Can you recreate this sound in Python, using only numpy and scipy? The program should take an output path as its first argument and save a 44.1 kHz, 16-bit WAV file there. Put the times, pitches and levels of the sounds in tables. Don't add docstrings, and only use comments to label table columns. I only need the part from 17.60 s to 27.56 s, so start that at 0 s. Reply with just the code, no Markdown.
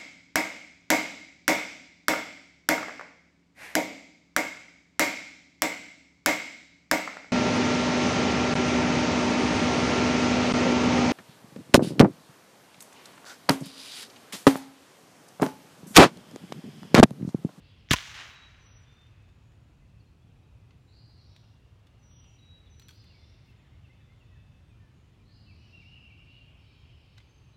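import sys
import numpy as np
from scipy import signal
from scipy.io import wavfile
from scipy.ndimage import uniform_filter1d

SR = 44100
rng = np.random.default_rng(int(sys.argv[2]) if len(sys.argv) > 2 else 0)


def persist_wave(psi):
    counts = np.round(np.clip(psi, -1, 1) * 32767).astype(np.int16)
    wavfile.write(sys.argv[1], SR, np.atleast_2d(counts).T)


def voltage_ratio(level):
    return 10 ** (np.asarray(level, float) / 20)


N = 439236


def evened(x):
    return x / np.sqrt(np.mean(x ** 2) + 1e-20)


def read(points, hz):
    f, value = np.transpose(points)
    return np.interp(np.log(hz + 1), np.log(f + 1), value)


def add(mix, s, sound):
    part = mix[round(s * SR):][:len(sound)]
    part += sound[:len(part)]


def noise(field_db, length, size):
    frames = length * 4 // size + 6
    hz = np.fft.rfftfreq(size, 1 / SR)[:, None]
    t = np.arange(frames) * size / 4 / SR
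    a, b = rng.standard_normal((frames, len(hz), 2)).T
    spectra = (a + 1j * b) * voltage_ratio(field_db(hz, t))
    return signal.istft(spectra, nperseg=size, noverlap=size * 3 // 4)[1][:length]


def flutter(length, span_s):
    width = max(round(span_s * SR), 1)
    smooth = uniform_filter1d(rng.standard_normal(length), width)
    return evened(uniform_filter1d(smooth, width))


def ring(hz, t60, t, onset=0.000083):
    return np.sin(2 * np.pi * hz * t) * voltage_ratio(-60 * t / t60) * (1 - np.exp(-(t / onset) ** 2))


def swelling_ring(hz, t60, t):
    return ring(hz, t60, t, .45 / hz)


def crack(db, hz, t60, fizz_db):
    t = np.arange(SR // 5) / SR
    fizz_band = signal.butter(2, [5970, 13800], "band", fs=SR, output="sos")
    fizz = evened(signal.sosfilt(fizz_band, rng.standard_normal(len(t))))
    fizz = fizz * voltage_ratio(fizz_db - 3.5 - 60 * t / 0.0064)
    undertone = voltage_ratio(-5.5) * swelling_ring(0.73 * hz, t60, t)
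    return fizz + voltage_ratio(db) * (swelling_ring(hz, t60, t) + undertone)


def sing(rows, sweep=0, depth_db=4.0, wander_hz=8):
    s, hz, db = np.transpose(rows)
    t = np.arange(s[0], s[-1], 1 / SR)
    slides_per_s = 110 * (1 + 0.6 * flutter(len(t), .007))
    slide = .5 - np.cumsum(slides_per_s) / SR % 1
    hz = np.interp(t, s, hz) + wander_hz * flutter(len(t), 0.0078)
    hz = hz + np.interp(t, s, sweep + 0 * s) * slide
    tone = np.sqrt(2) * np.sin(2 * np.pi * np.cumsum(hz) / SR)
    twinkle_db = depth_db * flutter(len(t), .01)
    soft_ends = signal.windows.tukey(len(t), min(0.036 * SR / len(t), 1))
    return s[0], voltage_ratio(np.interp(t, s, db) + twinkle_db) * tone * soft_ends


def chirp(s, length, first_hz, last_hz, db):
    bend_hz = first_hz + .75 * (last_hz - first_hz)
    rows = [(s, first_hz, db - 4.0), (s + length / 2, bend_hz, db), (s + length, last_hz, db - 3.5)]
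    return sing(rows, depth_db=1.5)


def trees(x, t60, turns_per_s):
    t, out = np.arange(SR // 2) / SR, np.zeros(N)
    for k in range(3):
        tail = rng.standard_normal(len(t)) * voltage_ratio(-60 * t / t60)
        turn = np.cos(np.pi * (np.arange(N) * turns_per_s / SR + k / 3)) ** 2
        share = np.sqrt(4 / 3) * turn * np.sqrt(2 / 3)
        out += signal.oaconvolve(x * share, tail / np.linalg.norm(tail))[:N]
    return out


# (f/Hz, level/dB per Hz)
AIR_COLOUR = [(15, -48.5), (25, -17), (43, -6), (111, -3.5), (195, -19), (229, -19.5), (463, -29),
              (560, -30.5), (641, -31), (714, -31.5), (1790, -37.5), (2550, -37), (2840, -36.5),
              (6560, -49.5), (16000, -64.5)]
# (t/s, rumble level/dB, far chorus level/dB)
AIR_DRIFT = [
    (0, -1, 6.5),
    (1, -1.2, 2.5),
    (2.2, 0.13, -4),
    (4, -0.37, -1.5),
    (5.7, 0.27, 3),
    (7, 0, -.5),
    (8, 0.77, 0),
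    (9.96, -2.5, -1),
]


def air():
    s, rumble_db, chorus_db = np.transpose(AIR_DRIFT)

    def field_db(hz, t):
        patches = rng.standard_normal((len(t), len(hz))).T
        patches = evened(uniform_filter1d(uniform_filter1d(patches, 8, 0), 16, 1))
        chorus = np.exp(-(np.log2(hz / 2800 + 1e-3) / 0.74) ** 2)
        rumble = 1 / (1 + (hz / 300.4) ** 2)
        passing = 6 * np.exp(-((t - 7.85) / .55) ** 2 - (np.log2(hz / 200 + 1e-3) / .4) ** 2)
        drift = rumble * np.interp(t, s, rumble_db) + chorus * np.interp(t, s, chorus_db)
        return passing + read(AIR_COLOUR, hz) + 0.97 * patches + drift

    return voltage_ratio(-55) * evened(noise(field_db, N, size=2048))


def buzz(s, length, db, hz, sweep_hz, first=1, last=1):
    rows = [(s, first * hz, db - 6.5), (s + .35 * length, hz, db), (s + length, last * hz, db - 9)]
    return sing(rows, sweep_hz, depth_db=1.0)


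# (t/s, length/s, top level/dB, middle f/Hz, sweep f/Hz)
BUZZES_FAR = [(0, .3, -68, 2950, 1100), (0, .16, -70, 4300, 1600), (.14, .13, -76, 4800, 2000),
              (1.3, .7, -76, 2570, 300), (2.0, .9, -79, 2590, 400), (2.65, .8, -77, 2510, 400),
              (1.6, .7, -86, 6900, 800), (3.18, .3, -87, 7350, 500), (4.65, .12, -83, 6900, 400),
              (3.8, .45, -79, 2790, 250), (4.2, .35, -79, 2790, 280), (5.45, 1.2, -78, 2080, 500),
              (6.3, .35, -80, 3480, 220), (5.2, .5, -76, 3000, 1500), (5.8, .35, -78, 2900, 1500),
              (6.24, .3, -76, 2610, 200), (6.6, .5, -76, 2610, 220), (7.14, .22, -80, 2380, 250),
              (6.6, .4, -79, 3540, 260), (7.0, .2, -82, 3540, 200), (7.3, .25, -86, 6800, 900),
              (8.0, 1.1, -66, 2700, 900), (8.2, .75, -67, 2790, 320), (7.9, .3, -72, 2580, 350),
              (8.5, 1.0, -74, 3100, 600), (8.3, .9, -75, 2400, 400), (8.05, .55, -74, 4470, 2000),
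              (8.62, .3, -74, 4200, 1500), (8.98, .35, -73, 4100, 1300), (8.8, 1.2, -67.5, 2750, 1100),
              (9.3, .65, -75, 4200, 1700), (9.14, .18, -88, 6780, 470), (8.95, .7, -82, 5200, 500)]
# (t/s, length/s, top level/dB, middle f/Hz, sweep f/Hz)
BUZZES_FALLING = [
    (3.66, .25, -76, 3500, 700),
    (3.6, .35, -76, 4200, 900),
    (4.48, .42, -69, 2980, 850),
]


def buzzes():
    out = np.zeros(N)
    for row in BUZZES_FAR:
        add(out, *buzz(*row))
    for row in BUZZES_FALLING:
        add(out, *buzz(*row, first=1.15, last=.9))
    return out


def chatter():
    out = np.zeros(N)
    low_hz, high_hz, level_db = 1940, 3400, -86
    for when, length, pitch, slur, size in rng.random((81, 5)):
        hz = low_hz * (high_hz / low_hz) ** pitch
        last_hz = hz * (.85 + .25 * slur)
        add(out, *chirp(when * N / SR, .03 + 0.053 * length, hz, last_hz, level_db + 4 * size))
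    return out


# (t/s, peak level/dB, ring f/Hz, ring t60/s, fizz level/dB)
SHOT_CRACKS = [(0.2882, -34, 3197, .003, -75), (.2885, -41, 1898, .004, -80),
               (.2990, -41, 1551, 0.0065, -65), (0.3048, -37.5, 3502, .008, -50),
               (0.308, -28.5, 2603, .006, -45), (0.3095, -2.5, 3200, .0035, -27.5),
               (0.312, -17, 3300, .006, -30), (0.3133, -11, 7200, .004, -24.5),
               (.3138, -13, 4300, .004, -30), (.3145, -10, 3300, .006, -30.5),
               (0.3139, -11, 2800, .006, -23), (0.3179, -13, 2998, .008, -27.5),
               (0.3212, -8, 3201, .003, -36), (.3257, -20, 3503, .008, -26.5),
               (.3302, -18, 4500, .006, -26.5), (.3329, -3.5, 3212, .0025, -24),
               (0.334, -13.5, 4200, .004, -28), (0.3351, -6.5, 5800, 0.003, -18),
               (.3356, -3, 2400, .004, -30), (0.3385, -16.5, 2701, .008, -30), (0.34, -19, 2596, .008, -29),
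               (.3450, -23.5, 4007, 0.0028, -38.5)]
# (t/s, peak level/dB, f/Hz, t60/s)
SHOT_BODY = [(.3094, -22, 1150, .007), (.3095, -12, 1750, .004), (.3110, -25, 640, .02),
             (.3105, -22, 500, .025), (.3110, -24, 390, .025), (.3375, -25, 480, .02),
             (.3136, -13, 1750, .018), (.3148, -18, 1200, .012), (.3157, -19, 1700, .012),
             (.3177, -14, 1750, .01), (.3330, -14, 1700, .009), (.3355, -10, 1420, .006),
             (.3390, -21, 1420, .02), (.3380, -24, 640, .015), (.3374, -15, 1010, .03)]
# (t/s, peak level/dB, f/Hz, t60/s)
SHOT_PUSHES = [
    (0.3107, -26, -300, 0.0073),
    (0.312, -13.5, 147, 0.051),
    (0.312, -12, 250, 0.024),
    (0.337, -18, 116.5, .028),
    (0.338, -23, 263, .02),
    (0.347, -31, 49.5, .08),
]


def shot():
    out, t = np.zeros(N), np.arange(SR // 5) / SR
    for s, db, hz, t60, fizz_db in SHOT_CRACKS:
        add(out, s, crack(db, hz, t60, fizz_db))
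    for s, db, hz, t60 in SHOT_BODY:
        add(out, s, -voltage_ratio(db) * swelling_ring(hz, t60, t))
    for s, db, hz, t60 in SHOT_PUSHES:
        add(out, s, voltage_ratio(db) * ring(hz, t60, t))
    return out


def valve():
    out = np.zeros(N)
    start, end = .292, .3085
    hz, width_hz, db = 5700, 600, -48
    length = round((end - start) * SR)
    hiss = noise(lambda f, u: -12 * np.abs(f - hz) / width_hz + 0 * u, length, size=128)
    add(out, start, voltage_ratio(db) * evened(hiss) * np.linspace(.2, 1, length))
    return out


SCATTER_STARTS = [.3075, .33, .35, .541, .539, .45]
# (rms level/dB, rise/s, hold/s, factor on the wood's decay, tilt/dB per octave)
SCATTER_RETURNS = [
    (-27, .003, 0.033, 0.046, 3.5),
    (-41, 0.011, 0.043, 0.36, 3),
    (-46, .04, 0.13, 0.87, 1),
    (-46, .012, .07, .8, -1.3),
    (-50, .005, .016, .12, 1.5),
    (-58.5, 0.35, 0.21, 3.26, -1.5),
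]
# (f/Hz, level/dB per Hz)
SCATTER_COLOUR = [(180, -46.5), (300, -17.5), (440, -17), (502, -11), (537, -13), (614, -14.5), (978, -4.5),
                  (1530, 0), (2930, -0.5), (4830, -8), (6100, -6.5), (8360, -20.5), (12900, -33.5),
                  (16000, -38)]
# (f/Hz, t60/s)
WOOD_DECAY = [(300, 0.82), (1000, 1.2), (2500, 1.15), (5000, 0.79), (8000, 0.65), (10000, 0.73),
              (15000, 1.8)]


def returns():
    out, t = np.zeros(N), np.arange(2 * SR) / SR
    for s, (db, rise, hold, factor, tilt_db) in zip(SCATTER_STARTS, SCATTER_RETURNS):

        def field_db(hz, u):
            colour = read(SCATTER_COLOUR, hz) + tilt_db * np.log2(hz / 2500 + .01)
            decay = -60 * np.maximum(u - hold, 0) / (factor * read(WOOD_DECAY, hz))
            gate = -12 * (hz > 8600) * (s + u > .75)
            return colour + decay + gate

        tail = noise(field_db, len(t), size=128)
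        tail = tail * voltage_ratio(1.3 * flutter(len(t), .002))
        add(out, s, voltage_ratio(db) * tail / np.std(tail[:600]) * np.minimum(t / rise, 1))
    return out


# (t/s, peak level/dB)
TRUNK_ECHOES = [(.3607, -17.5), (.3655, -15.5), (.3700, -23), (.3762, -26), (.3833, -26.5), (.3864, -19.5),
                (.3924, -27.5), (.4064, -26), (.4098, -34), (.4127, -31), (.4252, -28), (.4298, -34),
                (.4566, -32.5), (.5025, -32.5), (.5430, -30), (.5470, -34), (.5530, -33)]


def trunks():
    out = np.zeros(N)
    for s, db in TRUNK_ECHOES:
        hz = 2771 * (1 + 0.18 * rng.uniform(-0.74, 1))
        add(out, s, crack(db, hz, 0.0034, db - 27))
    return out


# (t/s, length/s, f/Hz, top level/dB, glide-in f/Hz)
HELD_NOTES = [
    (.69, .2, 3872, -62, 0),
    (.985, .205, 5878, -65, 330),
    (1.25, .23, 3570, -68, -60),
    (4.385, .37, 5825, -68, 330),
    (4.775, .23, 3870, -62.5, 0),
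    (5.09, .24, 5890, -67.5, 330),
]


def held_whistles():
    out = np.zeros(N)
    rise_s, stop_s, echo_s, glide_s = .14, .02, .34, .028
    for s, length, hz, db, glide_hz in HELD_NOTES:
        t = np.arange(0, length + echo_s, .01)
        start_db = -9 if glide_hz > 0 else -5
        level_db = np.interp(t, [0, rise_s, length, length + stop_s, length + echo_s],
                             [start_db, 0, -3.5, -12, -25])
        pitch_hz = hz + glide_hz * np.exp(-t / glide_s)
        add(out, *sing(np.transpose([s + t, pitch_hz, db + level_db]), depth_db=3.2, wander_hz=14))
    return out


# (t/s, peak level/dB)
TWIG_TICKS = [
    (1.227, -70),
    (1.326, -66),
    (1.341, -65),
    (1.372, -67),
    (1.394, -66),
    (1.420, -67),
    (1.469, -67),
    (1.508, -67),
    (1.625, -70),
]


def ticks():
    out = np.zeros(N)
    for s, db in TWIG_TICKS:
        add(out, s, crack(db, 7200, .003, db - 5))
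    return out


# (t/s, peak level/dB, body f/Hz, brightness/dB, t60/s)
HANDLING_CLICKS = [(1.6902, -61, 3600, -29, 0.03), (1.9197, -62, 1784, -26, 0.028),
                   (3.1069, -53, 2063, -46, 0.039), (3.7628, -45.5, 3775, -31, 0.026),
                   (4.2688, -52.5, 3543, -28, 0.031), (4.642, -52, 2876, -47, 0.031),
                   (5.1965, -42, 4050, -16, 0.019), (5.2168, -50, 2200, -30, .015),
                   (5.221, -48, 4240, -28, .03), (5.2838, -37.5, 3470, -10, 0.01),
                   (5.29, -40.5, 4350, -20, 0.016), (5.292, -45, 1500, -30, .02),
                   (5.305, -50, 3590, -20, .015), (5.308, -47, 3320, -22, .024),
                   (5.4407, -53, 2070, -22, 0.028), (9.576, -52, 3000, -45, .015),
                   (9.5795, -44, 3900, -31, .02), (9.581, -45, 2040, -40, 0.03),
                   (9.6015, -50, 2100, -45, .02), (9.605, -51, 2300, -45, .02)]
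# (f/Hz, level/dB per Hz)
RATTLE_COLOUR = [(530, -55), (900, -10), (2020, -7), (3150, -3), (4200, -5), (6030, -9), (6330, -9),
                 (7490, -8.5), (10500, -16), (13000, -11), (16000, -18)]


def clicks():
    out, t = np.zeros(N), np.arange(SR // 4) / SR
    for s, db, hz, bright_db, t60 in HANDLING_CLICKS:

        def field_db(f, u):
            return read(RATTLE_COLOUR, f) + (bright_db + 14.0) * np.clip(f / 12000, 0, 1.2) + 0 * u

        rattle = evened(noise(field_db, len(t), size=256))
        fade = voltage_ratio(-60 * t / t60) + voltage_ratio(-21 - 60 * t / .35)
        rattle = rattle * fade * np.minimum(t / 0.00061, 1)
        add(out, s, voltage_ratio(db - 9) * (rattle + 0.78 * ring(hz, 2.0 * t60, t)))
    return out


# (t/s, first f/Hz, level/dB)
HOOK_NOTES = [(2.1, 2550, -79), (2.67, 3500, -80), (3.82, 3150, -76), (4.94, 3300, -78), (5.485, 3100, -69),
              (5.87, 3000, -69), (5.04, 4600, -80), (7.3, 2400, -79), (6.235, 2950, -68),
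              (6.395, 1970, -74), (6.595, 3000, -70), (6.74, 1950, -72), (7.07, 9300, -86),
              (7.085, 2800, -72), (8.075, 2900, -71)]
# (t/s, first f/Hz, level/dB)
PIP_NOTES = [(2.2, 2080, -79), (2.45, 4280, -78), (2.82, 3900, -80), (5.53, 2300, -71), (5.6, 2120, -75),
             (6.7, 1960, -75), (7.19, 1820, -73), (7.23, 1780, -75), (7.11, 2420, -78), (7.585, 2420, -74),
             (7.68, 1800, -76), (6.04, 1790, -78), (5.72, 2760, -77)]
# (t/s, first f/Hz, level/dB)
DIVE_NOTES = [
    (2.385, 5100, -75),
    (4.78, 4500, -70),
    (5.05, 4100, -67),
    (5.98, 2950, -72),
    (6.015, 2400, -75),
    (7.895, 2720, -66),
    (8.205, 2700, -63),
    (8.49, 2720, -62),
    (8.54, 2700, -70),
]
# (t/s, first f/Hz, level/dB)
LIFT_NOTES = [
    (2.59, 3150, -80),
    (6.11, 1980, -77),
    (6.28, 1960, -70),
    (6.475, 1950, -72),
    (8.24, 2600, -64),
]


def chirps():
    out = np.zeros(N)
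    # notes, length in s, last pitch over first
    kinds = ((HOOK_NOTES, .047, .86), (PIP_NOTES, .06, .975), (DIVE_NOTES, .042, .81), (LIFT_NOTES, .07, 1.11))
    for notes, length, bend in kinds:
        for s, hz, db in notes:
            add(out, *chirp(s, length, hz, hz * bend, db))
    return out


# (t/s, top level/dB)
RASP_SONGS = [
    (3.26, -66),
    (5.22, -67),
    (7.62, -68.5),
]
RASP_SWEEPS = (300, 950, 1100, 1200)


def rasps():
    out = np.zeros(N)
    rise_s, hold_s, release_s = .1, .22, 0.39
    for s, db in RASP_SONGS:
        t = s + np.cumsum([0, rise_s, hold_s, release_s])
        hz = 4450 * np.array([.87, 1, 1, .86])
        level_db = db + np.array([-10.5, 0, -2.5, -16])
        add(out, *sing(np.transpose([t, hz, level_db]), np.array(RASP_SWEEPS), depth_db=-1.5))
        add(out, *buzz(s + .3, .4, db - 8, 5350, 1200))
    return out


# (t/s, rise/s, release/s, f/Hz, top level/dB)
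WHISTLE_NOTES = [(3.35, .04, .7, 4850, -78), (5.32, .08, .7, 5050, -77), (5.35, .1, 1.1, 3540, -73),
                 (5.95, .066, .15, 7040, -88), (6.3, .4, .4, 3535, -84), (6.55, .06, .2, 6950, -90),
                 (7.72, .04, .5, 5010, -76), (8.17, .04, .5, 5320, -83), (8.56, .035, .5, 5325, -85),
                 (8.94, .05, .6, 5330, -85), (9.36, .03, .4, 5340, -83), (9.54, .13, 2.2, 6310, -83),
                 (9.92, .03, .3, 4000, -77)]


def whistles():
    out = np.zeros(N)
    for s, rise, release, hz, db in WHISTLE_NOTES:
        rows = [(s, hz, db - 8), (s + rise, hz, db), (s + rise + release, hz, db - 22)]
        add(out, *sing(rows, depth_db=4, wander_hz=22))
    return out


# (t/s, length/s, level/dB)
SLEEVE_RUSTLES = [
    (3.47, .06, -89),
    (5.18, .05, -82),
    (5.285, .11, -79.5),
    (5.84, .1, -82.5),
    (5.4, .08, -88),
]


def rustles():
    out, high = np.zeros(N), signal.butter(2, 6500, "high", fs=SR, output="sos")
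    for s, length, db in SLEEVE_RUSTLES:
        size = round(length * SR)
        grain = signal.sosfilt(high, rng.standard_normal(size)) * voltage_ratio(db + 2.5 * flutter(size, .003))
        add(out, s, grain * signal.windows.tukey(size, .7))
    return out


# (t/s, length/s, first f/Hz, last f/Hz, level/dB)
WARBLE_STRANDS = [(7.72, .14, 2850, 2830, -78), (7.85, .04, 2980, 2980, -72), (7.855, .05, 2760, 2640, -68),
                  (7.965, .115, 2900, 2900, -70), (8.12, .105, 2770, 2740, -58.5),
                  (8.26, .14, 2880, 2860, -64), (8.3, .12, 2760, 2700, -65),
                  (8.415, .08, 2750, 2770, -59.5), (8.51, .045, 2700, 2750, -61),
                  (8.575, .06, 2740, 2800, -61.5), (8.66, .07, 2800, 2730, -63),
                  (8.74, .095, 2770, 2830, -62), (8.86, .06, 2760, 2840, -65),
                  (7.885, .035, 2700, 2600, -63), (8.4, .06, 2860, 2880, -65), (8.56, .08, 2850, 2880, -66),
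                  (8.7, .1, 2880, 2860, -66)]


def warble():
    out = np.zeros(N)
    for s, length, first_hz, last_hz, db in WARBLE_STRANDS:
        middle_hz = (first_hz + last_hz) / 2
        rows = [(s, first_hz, db - 3), (s + length / 2, middle_hz, db), (s + length, last_hz, db)]
        add(out, *sing(rows, depth_db=2.5, wander_hz=35))
    return out


def birds():
    near = chatter() + chirps() + warble()
    clear = held_whistles() + whistles()
    far = buzzes() + rasps()
    near_echo = voltage_ratio(-4) * trees(near + voltage_ratio(-7) * clear, .6, 7)
    return near + clear + near_echo + .12 * far + trees(far, .22, 34)


# (t/s, length/s, low f/Hz, top f/Hz)
THINNED_BANDS = [
    (1.045, .17, 6150, 9400),
    (4.49, .16, 6100, 8800),
]


def thinned(x):
    hz, t, z = signal.stft(x, SR, nperseg=1024, noverlap=768)
    for s, length, low_hz, top_hz in THINNED_BANDS:
        reach = np.sqrt(np.clip(1 - np.abs(2 * (t - s) / length - 1), 0, 1))
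        above = hz[:, None] > low_hz
        below = hz[:, None] < low_hz + (top_hz - low_hz) * reach
        z = z * np.where(above & below, voltage_ratio(-25), 1)
    return signal.istft(z, SR, nperseg=1024, noverlap=768)[1][:, :N]


def scene():
    pistol = shot() + valve() + returns() + trunks()
    handling = clicks() + rustles()
    return (air() + birds() + pistol + ticks() + handling)[None]


def top_cut(x):
    return signal.sosfilt(signal.butter(12, 16460, fs=SR, output="sos"), x)


def record(dry):
    heard = signal.sosfilt(signal.butter(3, 46.6, "high", fs=SR, output="sos"), dry)
    heard = heard + voltage_ratio(-92) * rng.standard_normal(N)
    heard = signal.oaconvolve(heard, signal.firwin(255, 16200, fs=SR)[None], "same")
    return top_cut(thinned(heard))


dry = scene()
out = record(dry)
persist_wave(out)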